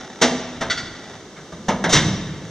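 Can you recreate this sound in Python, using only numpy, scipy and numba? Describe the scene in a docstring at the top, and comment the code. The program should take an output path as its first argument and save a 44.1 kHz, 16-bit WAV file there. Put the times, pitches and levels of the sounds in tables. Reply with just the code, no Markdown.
"""A hard storage room: a sheet-steel file drawer is pulled open, knocks on its stop, its handle clacks,
then it rolls back and slams; the cabinet rocks once after the slam.
Every blow is a short rattle of contacts ringing the many modes of the cabinet; rollers tick and shake them.
Filtered noise makes the ventilation, decaying noise bands the room; stereo processing widens the treble."""
import sys
import numpy as np
from scipy import signal
from scipy.fft import rfft, irfft
from scipy.io import wavfile
from scipy.ndimage import uniform_filter1d, minimum_filter1d
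from numba import njit

SR = 44100
rng = np.random.default_rng(int(sys.argv[2]) if len(sys.argv) > 2 else 0)


def materialize(psi):
    """Save the field psi as 16-bit PCM at rate SR to the path in sys.argv[1].

    A 1-D psi becomes a single channel; in a 2-D psi each row is a channel.
    """
    bounded = np.clip(np.atleast_2d(psi).T, -1, 1)
    quanta = np.round(bounded * 32767).astype(np.int16)
    wavfile.write(sys.argv[1], SR, quanta)


def volts(x):
    """Linear amplitude factor 10**(x/20) for a level x in dB, scalar or array-like."""
    e = np.asarray(x, float) / 20
    return 10 ** e


N = 110250


def on(table, hz):
    """Read an (Hz, value) table on a log-frequency axis."""
    t = np.array(table, float)
    return np.interp(np.log(np.maximum(hz, 1)), np.log(np.maximum(t[:, 0], 1)), t[:, 1])


def colour(x, table):
    """Filter by an (Hz, dB) table."""
    bin_hz = np.arange(N // 2 + 1) * SR / N
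    return irfft(rfft(x) * volts(on(table, bin_hz)), N)


def unit(x):
    """Scale to rms 1."""
    return x / np.sqrt(np.mean(x ** 2))


def add(out, x, start_s):
    """Mix x into out at start_s."""
    i = int(start_s * SR)
    out[i:i + len(x)] += x[:N - i]


def ventilation():
    """Steady air noise whose level wavers by 1 dB rms."""
    # air spectrum: pitch_hz, density_db
    air = [(25, -26), (45, -4), (80, -5), (160, 6), (400, 7.5), (800, -2), (2000, -9.5), (5000, -12),
           (16000, -1)]
    level_db = -33
    waver_db = unit(uniform_filter1d(rng.standard_normal(N), SR // 6))
    return unit(colour(rng.standard_normal(N), air)) * volts(level_db + waver_db)


def room(x):
    """Diffuse tail: half-octave noise bands, each with its own decay, behind a soft onset."""
    # reverberation: pitch_hz, t60_s
    room_t60 = [(60, 1.9), (200, 1.94), (600, 1.16), (2000, 1.36), (6000, 0.83), (12000, 0.27)]
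    onset_s = 0.0087
    t = np.arange(N) / SR
    bin_hz = np.arange(N // 2 + 1) * SR / N
    spec = rfft(rng.standard_normal(N))
    ir = 0
    for hz in 25 * 2 ** np.arange(0, 9.6, .5):
        t60_s = on(room_t60, hz)
        band = irfft(spec * np.clip(1 - 2 * abs(np.log2((bin_hz + 1) / hz)), 0, 1), N)
        ir = ir + band * volts(-60 * t / t60_s) / np.sqrt(t60_s * SR / 13.8)  # equal energy at any t60
    ir = ir * (1 - np.exp(-(t / onset_s) ** 2))
    return signal.fftconvolve(x, ir)[:N]


@njit
def ring(pole, gain, steps, size):
    """Sum of decaying modes struck once."""
    out = np.zeros(size)
    for k in range(len(pole)):
        z = gain[k] + 0j
        for i in range(min(size, steps[k])):
            out[i] += z.imag
            z *= pole[k]
    return out


def strike(hz, t60, gain):
    """Impulse response of a set of modes, 1 s long."""
    t60 = np.clip(t60, .01, 1.2)
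    pole = np.exp(2j * np.pi * hz / SR - np.log(1000) / (t60 * SR))
    return ring(pole, gain, (t60 * SR).astype(np.int64), SR)


def rattle(length_s, rise_s):
    """A quick train of uneven contacts that swells and dies; energy 1."""
    contacts_per_s = 2500
    t = np.arange(SR // 5) / SR
    u = rng.random((2, SR // 5))
    contacts = (u[0] < contacts_per_s / SR) * np.log(u[1] + 1e-9)
    x = contacts * (1 - np.exp(-t / max(rise_s, 1e-4))) * np.exp(-t / max(length_s, .001))
    x[0] = -3 * np.exp(-rise_s / .001)  # firm first contact, the harder the shorter the rise
    return x / np.sqrt(np.sum(x ** 2))


def blow(hz, t60, gain, length_s, rise_s, count=4):
    """Several parts are shaken, each by its own rattle, each ringing its share of the modes."""
    scatter_db = 2  # spread of mode strength from blow to blow
    gain = gain * rng.choice([-1, 1], len(hz)) * volts(scatter_db * rng.standard_normal(len(hz)))
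    out = 0
    for k in range(count):
        part = strike(hz[k::count], t60[k::count], gain[k::count])
        out = out + signal.fftconvolve(part, rattle(length_s, rise_s))
    return out


def panels():
    """Modes of the steel sheets, dense ones then strong ones: Hz, t60, gain."""
    # strong cabinet modes: pitch_hz, over_dense_db, t60_s (strike() caps it)
    strong_modes = [(82, 21, 0.92), (112.2, 12.5, 1.3), (147.2, 14.5, 0.9), (180, 1, 0.37),
                    (248, 10.5, 0.81), (384, 20.5, 0.086), (599.7, 10, 0.42), (659.3, 19, 0.29),
                    (965, 1, 0.24), (1205, 4.5, 0.22), (3680, 15, 0.22)]
    # mean ring of the dense modes: pitch_hz, t60_s
    panel_t60 = [(60, 1), (200, 0.91), (500, 0.41), (1500, 0.22), (4000, 0.19), (8000, 0.081),
                 (15000, 0.03)]
    strong_hz, strong_db, strong_t60 = np.array(strong_modes, float).T
    u = rng.random((2, 2400))
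    hz = 40 + 15500 * ((np.arange(2400) + u[0]) / 2400) ** 2
    t60 = on(panel_t60, hz) * (.7 + .6 * u[1])
    dense_gain = (hz / 500) ** -.25
    strong_gain = (strong_hz / 500) ** -.25 * volts(strong_db)
    return np.r_[hz, strong_hz], np.r_[t60, strong_t60], np.r_[dense_gain, strong_gain] / 11


def rollers(hz, t60, gain):
    """Balls tick over the rails and shake the panels, low and high apart."""
    # roller course: time_s, rumble_db, rattle_above_rumble_db
    roll = [(0, -43, 8.5), (.2, -56.5, 17), (.6, -36, -6), (.8, -34.5, -5), (.9, -38.5, -4),
            (1.05, -47.5, 9.5), (1.148, -42.5, 7), (1.24, -50, 0), (1.66, -64, -1), (1.8, -53.5, 8)]
    ticks_per_s = 820
    t = np.arange(N) / SR
    time_s, rumble_db, rattle_db = np.array(roll, float).T
    u = rng.random((2, N))
    ticks = (u[0] < ticks_per_s / SR) * np.log(u[1] + 1e-9) / np.sqrt(2 * ticks_per_s / SR)
    ticks = ticks * volts(np.interp(t, time_s, rumble_db))
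    high = hz ** 2 / (hz ** 2 + 250 ** 2)
    out = 0
    for share, db in ((1 - high, 0), (high, np.interp(t, time_s, rattle_db))):
        ir = strike(hz, 0.18 * t60, gain * share * rng.standard_normal(len(hz)))  # rings damped
        out = out + signal.fftconvolve(ticks * volts(db), ir / np.sqrt(np.sum(ir ** 2)))[:N]
    return colour(out, [(30, -6), (80, -1.5), (200, -1.5)])


def handle():
    """The loose handle drops and bounces: modes in close pairs plus a cloud of short treble modes."""
    # drops: start_s, level_db
    handle_hits = [(.699, -8.5), (.773, -16), (.853, -27.5)]
    # handle modes: pitch_hz, level_db, t60_s
    handle_modes = [(1366, -12, 0.058), (1507, -15.5, 0.13), (1925, -12.5, 0.076), (2068, -14, 0.04),
                    (3430, -8.5, 0.05), (4465, -4, 0.042)]
    m = np.array(handle_modes, float)
    m = np.r_[m, m * [1.02, 1, 1]]  # each mode's twin, 2 % higher
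    cloud_hz = 1250 + 17 * (np.arange(600) + rng.random(600))
    hz = np.r_[m[:, 0], cloud_hz]
    t60 = np.r_[m[:, 2], np.full(600, .08)]
    gain = np.r_[volts(m[:, 1]), volts(-27) * (cloud_hz / 3000) ** -.3]
    out = np.zeros(N)
    for start_s, db in handle_hits:
        add(out, volts(db) * blow(hz, t60, gain, length_s=0.022, rise_s=0.00055), start_s)
    return out


def cabinet(hz, t60, gain):
    """Each blow lands elsewhere, so it weights the modes anew and favours two groups of them."""
    # blows: time_s (onset 1 ms earlier), boom_db, body_db, panel_db, clank_db, length_s, rise_s,
    # favoured_low_hz, favoured_high_hz
    blows = [(0.213, -29, -14, -12, -9, 0.0077, 0.011, 248, 1456),
             (0.61, -34.5, -28.5, -20.5, -26.5, 0.015, 0.00053, 248, 382),
             (1.366, -39.5, -60, -35, -48, 0.012, 0.0004, 780, 2210),
             (1.521, -33, -45.5, -38, -45, 0.0088, 0.00058, 184, 640),
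             (1.684, -25.5, -17, -17.5, -24.5, 0.0077, 0.00039, 191, 900),
             (1.841, -27.5, -19.5, -16.5, -24, 0.0034, 0.00033, 178, 1660),
             (1.891, -34, -28.5, -21, -17, 0.038, 0.0022, 235, 690),
             (1.926, -19, -19.5, -15, -7, 0.017, 0.0015, 150, 1800),
             (1.949, -16.5, -40, -11.5, -16, 0.022, 0.001, 112, 3523),
             (2.04, -17.5, -33.5, -30, -30, 0.054, 0.0065, 82, 112)]
    # centres of sub, boom, body, panel, clank, edge: pitch_hz
    band_hz = [70, 170, 450, 1500, 4500, 11000]
    sub_over_boom_db, edge_over_clank_db = -21.5, 13
    favour_db, favour_oct = 7, 0.17
    grip = 0.33  # share of t60 lost to the contact in the high favoured group
    out = np.zeros(N)
    for time_s, boom, body, panel, clank, length_s, rise_s, low_hz, high_hz in blows:
        band_db = [boom + sub_over_boom_db, boom, body, panel, clank, clank + edge_over_clank_db]
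        db = on(list(zip(band_hz, band_db)), hz)
        low = np.exp(-(np.log2(hz / low_hz) / favour_oct) ** 2)
        high = np.exp(-(np.log2(hz / high_hz) / favour_oct) ** 2)
        struck_gain = gain * volts(db + favour_db * (low + high))
        add(out, blow(hz, t60 * (1 - grip * high), struck_gain, length_s, rise_s), time_s - .001)
    return out


def scene():
    """Near sound in the middle; room and air differ between the sides, mostly in treble and deep bass."""
    # side signal of room and air: pitch_hz, level_db
    diffuse = [(25, 5), (100, -16), (400, -35), (2400, -20), (2700, -8.5), (6000, -8), (12000, 2)]
    room_db = -8.5
    steel = panels()
    near = cabinet(*steel) + handle() + rollers(*steel)
    mid = volts(room_db) * room(near) + ventilation()
    other = volts(room_db) * room(near) + ventilation()
    side = colour(other, diffuse)
    return near + mid + np.array([side, -side])


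def low_pass(x):
    """Removes everything above the highest recorded frequency."""
    return signal.sosfilt(signal.butter(12, 16020, fs=SR, output="sos"), x)


def record(dry):
    """Hiss, recording colour; left and right channels differ in phase and level; a limiter holds the peaks."""
    # recording colour with a narrow notch near 2.5 kHz: pitch_hz, level_db
    recorder_colour = [(20, -10), (100, -1.5), (1500, -2), (2150, 0.5), (2440, -9.5), (2505, -25),
                       (2570, -5), (3750, 1), (4200, -4.5), (5000, -3.5), (6100, 0), (6800, -8),
                       (8000, -17), (9600, -25.5), (10200, -35.5), (15500, -45)]
    # left channel against right: pitch_hz, phase_lead_rad, level_db
    channels = [(40, 0.053, -0.3), (2500, 0, 0), (2750, 0.49, 1.1), (5000, 0.58, -1), (9000, 0.88, 0)]
    hiss_db, ceiling = -45.5, 0.95  # hiss ahead of the colour
    bin_hz = np.arange(N // 2 + 1) * SR / N
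    # minimum phase by folding the cepstrum
    cepstrum = irfft(np.log(volts(on(recorder_colour, bin_hz))), N)
    fold = np.r_[1, np.full(N // 2 - 1, 2), 1, np.zeros(N // 2 - 1)]
    colouring = np.exp(rfft(cepstrum * fold))
    channel_hz, lead_rad, channel_db = np.array(channels, float).T
    # half of the difference on each side
    left = np.sqrt(volts(np.interp(bin_hz, channel_hz, channel_db)))
    left = left * np.exp(.5j * np.interp(bin_hz, channel_hz, lead_rad))
    hissing = dry + volts(hiss_db) * rng.standard_normal(dry.shape)
    x = irfft(rfft(hissing) * colouring * np.array([left, 1 / left]), N)
    gain = np.minimum(1, ceiling / (abs(x).max(axis=0) + 1e-9))
    x = x * uniform_filter1d(minimum_filter1d(gain, size=89), size=89)  # 2 ms windows
    return low_pass(x)


dry = scene()
out = record(dry)
materialize(out)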